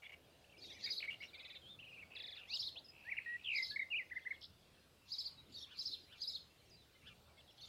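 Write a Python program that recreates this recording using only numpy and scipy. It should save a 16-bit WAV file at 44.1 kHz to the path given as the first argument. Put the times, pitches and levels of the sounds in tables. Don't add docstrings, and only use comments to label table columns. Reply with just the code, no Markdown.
import sys
import numpy as np
from scipy import signal
from scipy.io import wavfile
from scipy.ndimage import uniform_filter1d

SR = 44100
rng = np.random.default_rng(int(sys.argv[2]) if len(sys.argv) > 2 else 0)


def wrap_up_sound(samples):
    columns = np.atleast_2d(samples).T
    tamed = np.clip(columns, -1, 1)
    steps = np.round(tamed * 32767).astype(np.int16)
    wavfile.write(sys.argv[1], SR, steps)


def attenuation_scalar(level_db):
    decades = np.asarray(level_db, float) / 20
    return 10 ** decades


N = 338688
THROAT_HZ = 3680


def evened(x):
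    return x / np.sqrt(np.mean(x ** 2) + 1e-20)


def wander(count, smooth):
    return evened(uniform_filter1d(rng.standard_normal(count), size=smooth))


def add(mix, s, sound):
    part = mix[max(round(s * SR), 0):][:len(sound)]
    part += sound[:len(part)]


def curves(rows):
    s, *columns = np.transpose(rows)
    t = np.arange(s[0], s[-1], 1 / SR)
    return [uniform_filter1d(np.interp(t, s, c), size=90, mode="nearest") for c in columns]


def resonate(x, hz, width_hz):
    turn = np.exp(2j * np.pi * hz * np.arange(len(x)) / SR)
    r = np.exp(-np.pi * abs(width_hz) / SR)
    return 2 * (turn * signal.lfilter([(1 - r) ** 2], [1, -2 * r, r * r], x / turn)).real


def syrinx(hz, db, overtones_db=(-40,), rough=0.026):
    count = len(hz)
    phase = 2 * np.pi * np.cumsum(hz * (1 + rough * wander(count, 40))) / SR
    tone = np.sin(phase) + sum(attenuation_scalar(o) * np.sin((k + 2) * phase) for k, o in enumerate(overtones_db))
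    edge = np.minimum(np.arange(count), np.arange(count)[::-1]) / (0.0035 * SR)
    flutter_db = 45 * rough * wander(count, 260)
    return attenuation_scalar(db + flutter_db) * tone * np.minimum(edge, 1)


def sing(mix, shape, events, **voice):
    hz, db = curves(shape)
    for row in events:
        s, level_db, factor = (*row, 1)[:3]
        add(mix, s, syrinx(hz * factor, db + level_db, **voice))


def thrush(mix):
    # (time of top [s], rise [s], fall [s], foot pitch [Hz], top pitch [Hz], level at beak resonance [dB])
    arch_notes = [(.862, 0.032, 0.0027, 1700, 1900, -45), (1.018, 0.016, 0.015, 1892, 3040, -36),
                  (1.095, 0.021, 0.0078, 1910, 2300, -36.5), (1.222, 0.02, 0.0033, 1964, 2270, -46),
                  (3.172, 0.0053, 0.023, 1550, 2830, -31.5), (3.764, 0.0066, 0.016, 1590, 2200, -34),
                  (3.797, 0.0065, 0.014, 1736, 2236, -33), (3.825, 0.017, 0.012, 1776, 2120, -33),
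                  (4.122, 0.018, 0.0184, 1430, 2028, -35.5), (4.171, 0.022, 0.017, 1470, 2075, -33),
                  (4.272, 0.024, 0.012, 1490, 2054, -32.5), (4.313, .011, 0.02, 1450, 2186, -35)]
    beak_hz, under_db_per_khz, over_db_per_khz = 2200, 34, 21
    for s, rise_s, fall_s, foot_hz, top_hz, level_db in arch_notes:
        u = np.r_[np.linspace(-1, 0, round(rise_s * SR)), np.linspace(0, 1, round(fall_s * SR))]
        hz = foot_hz + (top_hz - foot_hz) * np.cos(np.pi / 2 * u)
        loss_db = np.maximum(under_db_per_khz * (beak_hz - hz), over_db_per_khz * (hz - beak_hz)) / 1000
        onset_db = (top_hz - foot_hz) * rise_s * 0.52 * np.minimum(u, 0)
        add(mix, s - rise_s, syrinx(hz, level_db - loss_db + onset_db, (-50,), rough=0.0017))


def trill(stroke, voice, rows):
    rise, rough, point = stroke
    octave_db, throb_db, loudest, done = voice
    throat_width_hz = 290
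    middle_hz, swing_hz, db, rate = curves(rows)
    u = (done + np.cumsum(rate) / SR) % 1
    ramp = np.where(u < 1 - rise, (u / (1 - rise)) ** (.5 + rise), (1 - u) / rise)
    hz = middle_hz + swing_hz * (2 * abs(np.cos(np.pi / 2 * ramp)) ** (2 * point) - 1)
    weak_db = np.maximum(2000 - hz, 0) / 30
    throat_db = octave_db - 10 * np.log10(1 + ((2 * hz - THROAT_HZ) / throat_width_hz) ** 2)
    swell_db = throb_db * (np.cos(2 * np.pi * (u - loudest)) - 1)
    return syrinx(hz, db - weak_db + swell_db, (throat_db + weak_db,), rough)


def trills(mix):
    trill_table = [ ((0, 3.2, .1, -.17), [(1.33, 2230, 100, -54, 20.2), (1.44, 2340, 295, -56, 20.2),
                   (1.562, 2120, 340, -58, 20.2)]), ((-27, 2.8, .72, -.5), [(1.788, 2870, 200, -53, 24),
                   (2.0, 2530, 233, -53, 18), (2.04, 2494, 302, -47.5, 16)]), ((11.6, 2.1, .41, -.1),
                   [(2.148, 2130, 450, -57, 28), (2.269, 2130, 420, -55.5, 23.8),
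                   (2.382, 2070, 420, -60.5, 21.5)]), ((-48, 4.2, .96, -.45), [(3.432, 3350, 680, -65, 90),
                   (3.449, 3090, 380, -42, 80), (3.49, 2693, 240, -34.5, 66),
                   (3.555, 2270, 180, -34.5, 59.5), (3.596, 2063, 66, -33, 59), (3.63, 2052, 12, -37.5, 30),
                   (3.642, 2070, 10, -53, 30)]), ((-38, 2, .32, -.42), [(4.409, 4300, 1370, -57, 78.5),
                   (4.445, 4250, 930, -47, 78.5), (4.468, 4770, 686, -60, 78.5)])]
    stroke_table = [(.55, .01, 1.6), (.45, .035, 1), (.2, .022, 1.3), (.72, .006, 1), (.5, .01, 1)]
    for stroke, (voice, rows) in zip(stroke_table, trill_table):
        add(mix, rows[0][0], trill(stroke, voice, rows))


def slurs(mix):
    slur_tables = [
        [(1.615, 3260, -62), (1.654, 3110, -58), (1.687, 3390, -58), (1.712, 3660, -52.5), (1.762, 3440, -63.5)],
        [(3.045, 1590, -65.5), (3.094, 1980, -41.5), (3.108, 2695, -53), (3.123, 2255, -33), (3.147, 1590, -60)],
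        [(3.902, 2770, -51), (3.918, 2864, -38.5), (3.943, 2306, -36), (3.97, 2953, -37.5), (4.001, 2076, -39),
         (4.037, 1840, -60)],
        [(2.47, 2950, -67), (2.502, 3800, -51), (2.509, 4250, -44.5), (2.525, 4900, -47), (2.532, 3850, -48),
         (2.55, 3650, -49)],
        [(2.756, 2400, -55), (2.776, 3350, -45.5), (2.796, 4250, -53)],
    ]
    slur_rough = [.022, .002, .002, .012, .006]
    for rows, rough in zip(slur_tables, slur_rough):
        add(mix, rows[0][0], syrinx(*curves(rows), overtones_db=(-48,), rough=rough))


def glides(mix):
    # (time [s], length [s], from pitch [Hz], to pitch [Hz], level [dB]); for rises, the level swelled to
    held_notes = [(2.553, 0.024, 5300, 2760, -42.5), (2.625, 0.033, 3100, 4460, -43.5),
                  (2.752, 0.052, 2900, 4900, -60), (3.259, 0.11, 1884, 1930, -41),
                  (3.708, 0.046, 1665, 1740, -51.5), (3.78, 0.065, 3870, 3700, -60.5),
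                  (4.096, 0.011, 1910, 2860, -57), (4.187, .02, 3050, 1930, -61.5),
                  (5.375, 0.038, 3870, 3860, -57.5)]
    rising_notes = [(2.46, 0.089, 1794, 2980, -37.5)]
    for table, swell_db_per_s in ((held_notes, 0), (rising_notes, 415)):
        for s, length_s, from_hz, to_hz, level_db in table:
            left_s = np.arange(length_s, 0, -1 / SR)
            hz = to_hz + (from_hz - to_hz) * left_s / length_s
            ends_db = 3 * (2 * left_s / length_s - 1) ** 2
            add(mix, s, syrinx(hz, level_db - swell_db_per_s * left_s - ends_db, rough=0.0064))


def hoarse(hz, db):
    low_db = -abs(hz - THROAT_HZ) / 40
    return syrinx(hz, db, (low_db / 2 - 27, low_db / 7 - 27, low_db - 42), rough=0.011)


def sparrow_parts(chirps):
    # (time [s], pitch before its factor [Hz], level relative to the event [dB])
    soft_shape, arch_shape, hook_shape = [(0, 3500, -22), (.012, 4500, -5.5), (.025, 4750, -4.5),
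                                          (.029, 3900, -6), (.04, 3780, -4), (.062, 3750, -19),
                                          (.073, 3250, -13.5), (.095, 3900, -3.5), (.115, 3120, -9)], [(0, 3680, -8.5), (.008, 4752, 5), (.021, 4857, 2),
                                                        (0.03, 3810, 0.5), (.043, 3675, -6),
                                                        (0.049, 3350, -22)], [(0.0, 3630, -4), (0.012, 3730, -2),
                                                                      (0.024, 4300, 8.5), (0.029, 3705, 4),
                                                                      (0.034, 3620, 0.5),
                                                                      (0.044, 2900, -10.5)]
    soft_events = [(0.613, -47, 0.99), (1.193, -57.5, 1.05), (5.536, -44, 0.98), (7.605, -48, 0.95)]  # (time [s], level [dB], pitch factor)
    second_db, second_lift, hook_lag_s, hook_db = 0.6, 0.0225, .062, -3
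    parts = [(soft_shape, *row) for row in soft_events]
    for s, gap_s, db, factor, hook_factor, slant in chirps:
        arch = [(t, hz * (1 + slant * ((k == 2) - (k == 1))), top_db)
                for k, (t, hz, top_db) in enumerate(arch_shape)]
        parts += [(arch, s, db, factor),
                  (arch, s + gap_s, db + second_db, factor + second_lift),
                  (hook_shape, s + gap_s + hook_lag_s, db + hook_db, hook_factor)]
    return parts


def sparrow():
    # (time [s], lag of second arch [s], level [dB], pitch factor, hook pitch factor, slant of arch tops [share])
    chirp_events = [(.835, 0.063, -42, 1.006, 1.054, -0.003), (2.53, 0.059, -42, 1.026, 1.01, 0.069),
                    (3.552, 0.069, -43.5, 1.038, 1.07, 0.0092), (5.113, 0.066, -43, 1.028, 1.144, 0.05),
                    (5.784, 0.067, -43, 1.064, 0.99, 0.027), (6.212, 0.058, -43, 1.03, 1.02, 0.017)]
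    grace_shape = [(0, 3710, -24), (0.014, 4920, 1)]  # (time [s], pitch [Hz], level relative to the chirp [dB])
    rasp_bands = [(4300, 1200, -16.5, 0.018), (11150, 2400, -29.5, 0.012)]  # (centre [Hz], width [Hz], level relative to the breath [dB], lag [s])
    out, breath = np.zeros(N), np.zeros(N)
    for shape, s, level_db, factor in sparrow_parts(chirp_events):
        hz, db = curves(shape)
        add(out, s, hoarse(hz * factor, db + level_db))
        add(breath, s - .075, attenuation_scalar(level_db) * np.hanning(len(hz) + round(.1 * SR)))
    sing(out, grace_shape, [(s - .013, db) for s, _, db, *_ in chirp_events])
    for hz, width_hz, db, lag_s in rasp_bands:
        ragged_db = 5 * wander(N, 900)
        hiss = evened(resonate(resonate(rng.standard_normal(N), hz, width_hz), hz, width_hz))
        late_breath = np.r_[np.zeros(round(abs(lag_s) * SR)), breath][:N]
        out += late_breath * attenuation_scalar(db) * evened(attenuation_scalar(ragged_db) * hiss)
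    squabble(out)
    return out + attenuation_scalar(-20) * breath * evened(scratches(400, 3600, 3800, .04))


def squabble(mix):
    squabble_row = (.6, 0.29, -61)  # (time [s], length [s], level before the swell window [dB])
    s, length_s, db = squabble_row
    jumble = scratches(300, 2100, 4800, .02)[:round(length_s * SR)]
    add(mix, s, attenuation_scalar(db) * evened(jumble) * np.hanning(len(jumble)) ** .5)


def rattles(mix):
    start_s, gap_s, count, level_db = 1.337, .0525, 5, -54
    for k in range(count):
        left = np.linspace(1, 0, round(.034 * SR))
        uneven = 1 + .008 * wander(len(left), 60)
        turns = np.cumsum(rng.uniform(.94, 1.06) * (440 + 120 * left ** 3) * uneven) / SR
        pulses = sum(np.cos(2 * np.pi * h * turns) for h in range(5, 10))
        sound = evened(resonate(pulses, THROAT_HZ, 670) + 0.41 * pulses)
        sound = sound * signal.windows.tukey(len(turns), .6)
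        add(mix, start_s + k * gap_s, attenuation_scalar(level_db + 2 * rng.standard_normal()) * sound)


def buzzes(mix):
    # (time [s], length [s], centre [Hz], rms before end tapers [dB], rate [throbs/s])
    buzz_table = [(0.856, 0.054, 2210, -51, 70), (1.223, 0.052, 5500, -67, 69),
                  (2.748, 0.075, 710, -69, 24), (2.099, 0.12, 2640, -58, 61),
                  (2.349, 0.13, 2700, -60.5, 51), (2.884, 0.61, 2590, -63, 67),
                  (5.578, 0.064, 5500, -60.5, 92)]
    for s, length_s, hz, db, rate in buzz_table:
        t = np.arange(round(length_s * SR)) / SR
        chop = .35 + np.sin(np.pi * rate * t) ** 2
        noise = evened(resonate(rng.standard_normal(len(t)), hz, 370) * chop)
        add(mix, s, attenuation_scalar(db) * noise * signal.windows.tukey(len(t), .3))


def burrs(mix):
    burr_table = [(.02, 0.032, -59, -67), (.049, 0.024, -57, -64), (.093, 0.02, -58, -66),
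                  (.119, 0.03, -58, -62), (1.023, 0.041, -49, -61), (1.101, 0.047, -64, -50),
                  (1.219, 0.038, -55.5, -54)]
    burr_hz = (2240, 2830)  # (low tone [Hz], high tone [Hz])
    throbs_per_s = 134
    for s, length_s, *levels_db in burr_table:
        for hz, db in zip(burr_hz, levels_db):
            t = np.arange(round(length_s * SR)) / SR
            beats = throbs_per_s * t + .3 * wander(len(t), 300)
            tone = syrinx(hz + 0 * t, 0, rough=0.052)
            add(mix, s, attenuation_scalar(db) * evened(tone * (.6 + np.sin(np.pi * beats) ** 2)))


def peeps(mix):
    peep_table = [(.535, 2310, -64.5), (.578, 2380, -66.5), (0.626, 2420, -69), (.733, 5050, -62),
                  (.578, 5000, -62), (2.843, 5090, -58), (2.883, 5050, -56), (6.95, 2105, -68),
                  (7.37, 2180, -66.5)]
    for s, hz, db in peep_table:
        add(mix, s, syrinx(np.full(round(0.026 * SR), hz), db, rough=0.017))


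def small_calls(mix):
    # (time [s], pitch before any factor [Hz], level relative to the event [dB])
    tsip_shape, flick_shape, drop_shape = [(0.0, 4170, 8), (0.004, 3210, -3), (0.022, 3520, 1),
                                           (0.039, 2610, -2.5)], [(0, 2520, 6), (.016, 3200, -9)], [(0, 6930, -13), (0.016, 4920, -8),
                                                                        (.065, 4730, -3.5)]
    # (time [s], level [dB])
    tsip_events, flick_events, drop_events = [(.04, -58.5), (4.215, -65.5), (4.33, -63.5), (7.377, -62.5),
                                              (7.477, -62), (7.579, -61)], [(.441, -63), (0.495, -64), (.522, -62),
                                                             (0.567, -61)], [(5.99, -61.5), (6.695, -57.5)]
    step_s, step_factor, step_db = 0.057, 0.83, -4
    second_drops = [(s + step_s, db + step_db, step_factor) for s, db in drop_events]
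    sing(mix, tsip_shape, tsip_events, rough=0.024)
    sing(mix, flick_shape, flick_events, rough=0.011)
    sing(mix, drop_shape, drop_events + second_drops, rough=.018)


def caws(mix):
    caw_shape = [(0, 1115, -19), (.04, 1465, -10), (0.057, 1743, -0.5), (.068, 1750, -3), (.082, 1400, -8),
                 (0.118, 1330, -14)]
    caw_events = [(2.332, -67.5), (5.664, -68), (6.071, -68.5), (7.019, -65.5)]  # (time [s], level [dB])
    for factor in (1, .87):
        sing(mix, caw_shape, [(s, db, factor) for s, db in caw_events], overtones_db=(10, -6), rough=.035)


def chorus():
    out = np.zeros(N)
    for singer in (thrush, trills, slurs, glides, rattles, buzzes, burrs, peeps, small_calls, caws):
        singer(out)
    return out


def scratches(per_s, low_hz, span_hz, rough):
    out = np.zeros(N)
    for s, pitch, slide, size in rng.random((round(per_s * N / SR), 4)):
        hz = (low_hz + span_hz * pitch ** 2) * np.linspace(1, .75 + .4 * slide, round(.028 * SR))
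        add(out, s * N / SR, syrinx(hz, -10 * size, (), rough) * np.hanning(len(hz)))
    return out


def echoes(x, t60_s=0.32, first_s=0.0091):
    at = np.arange(round(first_s * SR), SR // 2, 60)
    taps = np.zeros(SR // 2 + 60)
    signs = rng.choice([-1., 1.], len(at))
    taps[at + rng.integers(0, 60, len(at))] = signs * attenuation_scalar(-60 * at / SR / t60_s)
    return signal.fftconvolve(x, taps / np.linalg.norm(taps))[:N]


def air():
    air_colour = [(45, -24), (76, -6.5), (110, -6), (210, -11), (540, -13.5), (850, -19), (1800, -22.5),
                  (4070, -21.5), (6000, -29.5), (15700, -35)]
    level_db, patch_db = -68.5, 2.44
    frames, hz = N // 256 + 5, np.fft.rfftfreq(1024, 1 / SR)
    a, b, patches = rng.standard_normal((frames, 513, 3)).T
    patches = uniform_filter1d(patches, size=10, axis=0)
    patches = evened(uniform_filter1d(patches, size=30, axis=1))
    f, db = np.transpose(air_colour)
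    colour_db = np.interp(np.log(hz + 1), np.log(f + 1), db)
    z = (a + 1j * b) * attenuation_scalar(colour_db[:, None] + patch_db * patches)
    return attenuation_scalar(level_db) * evened(signal.istft(z, nperseg=1024, noverlap=768)[1][:N])


def drone(level_db=-76, gone_s=3.37):
    hum = attenuation_scalar(-79.5) * evened(resonate(rng.standard_normal(N), 77.9, 18))
    fade = np.clip(gone_s - np.arange(N) / SR, 0, 1)
    return hum + attenuation_scalar(level_db) * fade * evened(resonate(rng.standard_normal(N), 600, 366))


def scene():
    others, near = chorus(), sparrow()
    far = attenuation_scalar(-88.5) * scratches(60, 2600, 2600, 0.026)
    overtones = signal.sosfilt(signal.butter(6, 7000, "high", fs=SR, output="sos"), near)
    near = signal.sosfilt(signal.butter(6, 7000, fs=SR, output="sos"), near) + attenuation_scalar(-12) * overtones
    tails = attenuation_scalar(-4.0) * echoes(overtones, t60_s=0.11)
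    tails += attenuation_scalar(-8.5) * echoes(near)
    tails += attenuation_scalar(-13.0) * np.roll(near, round(.0085 * SR))
    tails += attenuation_scalar(-12.5) * echoes(others, t60_s=0.22)
    tails += attenuation_scalar(18.5) * echoes(far, t60_s=0.2)
    return (near + others + far + tails + air() + drone())[None]


def low_pass(x):
    return signal.sosfilt(signal.butter(12, 15820, fs=SR, output="sos"), x)


def record(dry):
    return low_pass(dry)


dry = scene()
out = record(dry)
wrap_up_sound(out)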